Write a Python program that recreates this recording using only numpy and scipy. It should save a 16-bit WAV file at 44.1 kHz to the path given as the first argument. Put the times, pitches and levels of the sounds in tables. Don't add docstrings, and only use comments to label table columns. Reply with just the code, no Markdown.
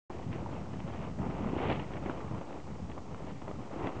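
import sys
import numpy as np
from scipy import signal
from scipy.fft import rfft, irfft
from scipy.io import wavfile

SR = 44100
rng = np.random.default_rng(int(sys.argv[2]) if len(sys.argv) > 2 else 0)


def file_out(sig):
    cols = np.atleast_2d(sig).T
    lim = np.clip(cols, -1, 1)
    pcm = np.round(lim * 32767).astype(np.int16)
    wavfile.write(sys.argv[1], SR, pcm)


N = 176400

# time_s, level_db
BOIL_LEVELS = [(0.11, -42), (0.22, -38.5), (0.31, -36), (0.36, -38), (1.15, -39), (1.19, -31.5),
               (1.38, -38), (1.47, -30.5), (1.52, -41), (1.71, -32), (1.89, -45), (1.91, -36), (2.18, -40),
               (2.21, -46), (2.34, -33), (2.43, -51.5), (2.68, -44.5), (2.72, -38.5), (2.79, -45.5),
               (2.84, -35.5), (3.08, -45.5), (3.13, -39.5), (3.15, -44), (3.37, -41), (3.39, -46),
               (3.59, -37), (3.64, -50.5), (3.87, -37.5), (3.91, -53), (4.0, -38.5)]
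# time_s, churn_db, spray_db
SURGE_LEVELS = [(0.11, -46.5, -64), (0.13, -45, -57.5), (0.3, -48.5, -61), (0.34, -42, -51),
                (0.42, -43.5, -61), (0.56, -44.5, -57), (0.69, -47, -61.5), (1.05, -42.5, -53),
                (1.15, -51, -67), (1.23, -40, -56.5), (1.51, -39, -53.5), (1.71, -33.5, -42),
                (1.85, -45, -56), (1.97, -43, -59), (1.99, -46.5, -60), (2.1, -40.5, -53), (2.14, -42, -57),
                (2.86, -50.5, -64), (2.97, -45.5, -64), (3.01, -49.5, -65), (3.31, -45, -57.5),
                (3.35, -51.5, -60.5), (3.49, -46, -63), (3.62, -49, -63.5), (3.85, -37.5, -53),
                (3.87, -38.5, -52), (3.89, -39.5, -53), (4.0, -44.5, -59)]
BOIL_TRIM_DB, CHURN_TRIM_DB, SPRAY_TRIM_DB = -3, -.5, -3

# frequency_hz, relative_db
BOIL_EQ = [(15, -22), (35, -8.5), (55, -5), (85, -0.5), (130, -1), (200, -3), (300, -13), (500, -32.5),
           (1000, -57.5)]
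CHURN_EQ = [(100, -12.5), (200, -3), (310, -0.5), (500, -3.5), (900, -7), (1250, -12.5), (1600, -21.5),
            (2500, -30.5), (5000, -63)]
SPRAY_EQ = [(800, -14.5), (1550, -7), (1950, -1.5), (2500, -4), (3000, -6), (3600, -15), (4400, -25),
            (6000, -39.5), (8000, -58.5)]
HISS_EQ = [(300, -10), (2000, -1.5), (4000, 0.5), (6000, 0.5), (7200, -1.5), (8300, -7.5), (9000, -16.5),
           (9800, -32)]

# time_s, peak_db, pitch_hz
THUD_HITS = [(.429, -30.5, 260), (1.534, -22, 307), (1.567, -26, 347), (1.675, -38, 300),
             (1.691, -25.5, 466), (1.706, -41, 380), (2.097, -26.5, 284), (2.900, -41, 330),
             (2.979, -37, 406), (3.203, -45, 220), (3.425, -37, 297), (3.513, -32, 450), (3.560, -38, 240),
             (3.592, -33, 213), (3.762, -28.5, 384), (3.811, -30.5, 297), (3.862, -26, 380),
             (3.873, -28, 280)]
# start_s, peak_db, start_pitch_hz
GLUG_HITS = [(.262, -34, 119), (.306, -34.5, 136), (0.461, -31.5, 907), (.578, -35, 646),
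             (1.19, -31.5, 200), (1.261, -30.5, 223), (1.300, -33, 275), (1.405, -32, 264),
             (1.428, -29.5, 214), (1.462, -30.5, 240), (1.528, -31, 313), (2.062, -31.5, 730),
             (2.097, -37, 1500), (2.335, -33.5, 114), (2.412, -41, 530), (2.713, -44, 117),
             (2.825, -37, 171), (3.117, -40, 165), (3.513, -43, 1190), (3.764, -34.5, 333),
             (3.835, -36, 447)]
# start_s, bright_db, dull_db, decay_s
SPLASH_HITS = [(.102, -62.5, -41, 0.11), (0.329, -49, -47, 0.031), (.565, -59, -38, 0.063),
               (.733, -57, -39, 0.069), (.803, -51.5, -40, 0.027), (1.188, -59, -38, .05),
               (1.580, -45.5, -43, 0.067), (1.699, -45.5, -35, 0.053), (1.796, -42.5, -45.5, 0.056),
               (1.936, -48, -46, 0.044), (1.967, -49, -37, 0.054), (2.038, -63, -36.5, 0.033),
               (2.06, -54, -35, 0.078), (2.097, -52, -28.5, 0.034), (2.205, -54, -40, 0.058),
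               (2.412, -57.5, -38, 0.051), (2.488, -61, -42, 0.02), (2.529, -54, -46, 0.029),
               (2.601, -58, -46.5, 0.013), (2.899, -55, -35.5, 0.021), (2.916, -48, -46, 0.044),
               (2.979, -69, -32.5, 0.033), (3.1462, -52, -36.5, .013), (3.281, -54, -42, .04),
               (3.315, -54, -52, 0.024), (3.419, -50, -43, 0.022), (3.479, -59, -35.5, 0.042),
               (3.513, -53, -38, 0.021), (3.698, -58, -49, 0.036), (3.8712, -35, -38, 0.014),
               (3.967, -50.5, -45, .04)]


def boil():
    level_db, = automation(BOIL_LEVELS)
    pockets = bubbles(per_s=700, spread_db=2, cycles=7.3, low_hz=43.1, high_hz=350.6, sizes=16)
    rumble = equalise(pockets + noise(-13), BOIL_EQ)
    return from_db(BOIL_TRIM_DB + level_db) * unit_rms(rumble)


def churn(level_db):
    rings = bubbles(per_s=1600, spread_db=3, cycles=8.1, low_hz=185.6, high_hz=1582, sizes=24)
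    bursts = unit_rms(clicks(per_s=700, spread_db=3.5))
    water = equalise(rings + from_db(9) * bursts + noise(7.5), CHURN_EQ)
    return from_db(CHURN_TRIM_DB + level_db) * unit_rms(water)


def thuds():
    decay_cycles = 3.24
    out, t = np.zeros(N), np.arange(SR // 10) / SR
    for time_s, peak_db, hz in THUD_HITS:
        swing = np.sin(2 * np.pi * hz * t) * t * decay(t, decay_cycles / hz)
        start_s = time_s - .5 / hz
        mix_in(out, start_s, from_db(peak_db) * swing / np.abs(swing).max())
    return out


def glugs():
    attack_cycles, decay_cycles, pitch_rise = .45, 20, .15
    out, t = np.zeros(N), np.arange(SR // 2) / SR
    for start_s, peak_db, hz in GLUG_HITS:
        age_cycles = hz * t
        envelope = (1 - np.exp(-age_cycles / attack_cycles)) * decay(age_cycles, decay_cycles)
        phase = 2 * np.pi * age_cycles * (1 + .5 * pitch_rise * age_cycles / decay_cycles)
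        mix_in(out, start_s, from_db(peak_db) * envelope / envelope.max() * np.sin(phase))
    return out


def splashes():
    bright, dull, t = np.zeros(N), np.zeros(N), np.arange(SR // 5) / SR
    crack = 3.7 * (t == 0)
    for start_s, bright_db, dull_db, decay_s in SPLASH_HITS:
        slap = crack + rng.standard_normal(len(t)) * decay(t, decay_s)
        mix_in(bright, start_s, from_db(bright_db) * slap)
        mix_in(dull, start_s, from_db(dull_db) * slap)
    return equalise(bright, SPRAY_EQ) + equalise(dull, CHURN_EQ)


def spray(level_db):
    drops = unit_rms(clicks(per_s=2500, spread_db=1.5))
    fizz = bubbles(per_s=2000, spread_db=7, cycles=13, low_hz=1380, high_hz=4140, sizes=14)
    patter = equalise(drops + from_db(-10.5) * fizz + noise(-5), SPRAY_EQ)
    return from_db(SPRAY_TRIM_DB + level_db) * unit_rms(patter)


def hiss():
    return equalise(noise(-66.5), HISS_EQ)


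def bubbles(per_s, spread_db, cycles, low_hz, high_hz, sizes):
    kicks = clicks(per_s, spread_db)
    size_of_kick = rng.integers(0, sizes, N)
    swarm = np.zeros(N)
    for size, hz in enumerate(np.geomspace(low_hz, high_hz, sizes)):
        radius, angle = from_db(-60 * hz / (cycles * SR)), 2 * np.pi * hz / SR
        resonance = [1, -2 * radius * np.cos(angle), radius ** 2]
        ring = signal.lfilter([1, 0, -1], resonance, kicks * (size_of_kick == size) + 1e-18)
        swarm += np.sqrt(hz) * unit_rms(ring)
    return unit_rms(swarm)


def clicks(per_s, spread_db):
    heights = from_db(spread_db * np.minimum(rng.exponential(1, N), 3.5))
    polarity = rng.choice([-1, 1], N)
    return heights * polarity * (rng.random(N) < per_s / SR)


def noise(level_db):
    return from_db(level_db) * rng.standard_normal(N)


def drift(rate_hz):
    hop, settle_steps = 40, 2000
    pole = np.exp(-2 * np.pi * rate_hz * hop / SR)
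    steps = rng.standard_normal(N // hop + settle_steps + 2)
    slow = signal.lfilter([1], [1, -2 * pole, pole ** 2], steps)[settle_steps:]
    return np.interp(np.arange(N) / hop, np.arange(len(slow)), unit_rms(slow))


def equalise(x, eq):
    hz, db = np.transpose(eq)
    bin_hz = np.maximum(np.arange(N // 2 + 1) * SR / N, 1)
    gain = from_db(np.interp(np.log(bin_hz), np.log(hz), db))
    return irfft(rfft(x) * unit_rms(gain), N)


def automation(rows):
    time_s, *columns = np.transpose(rows)
    return [np.interp(np.arange(N) / SR, time_s, column) for column in columns]


def decay(t, t60):
    return np.exp(-np.log(1000) * t / t60)


def mix_in(out, start_s, sound):
    i = int(start_s * SR)
    out[i:i + len(sound)] += sound[:N - i]


def from_db(db):
    return 10 ** (np.asarray(db) / 20)


def unit_rms(x):
    return x / np.sqrt(np.mean(x ** 2) + 1e-20)


def scene():
    churn_db, spray_db = automation(SURGE_LEVELS)
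    sputter_db = 1.5 * drift(rate_hz=23)
    bed = hiss()
    pool = boil() + churn(churn_db + sputter_db) + spray(spray_db + sputter_db)
    return (pool + thuds() + glugs() + splashes() + bed)[None]


def record(dry):
    start_s, fade_s, dc_offset, cutoff_hz = .096, .003, -.0056, 9800
    fade_in = np.clip((np.arange(N) / SR - start_s) / fade_s, 0, 1)
    high_cut = signal.ellip(10, .1, 80, cutoff_hz, fs=SR, output="sos")
    return signal.sosfilt(high_cut, (dry + dc_offset) * fade_in)


dry = scene()
out = record(dry)
file_out(out)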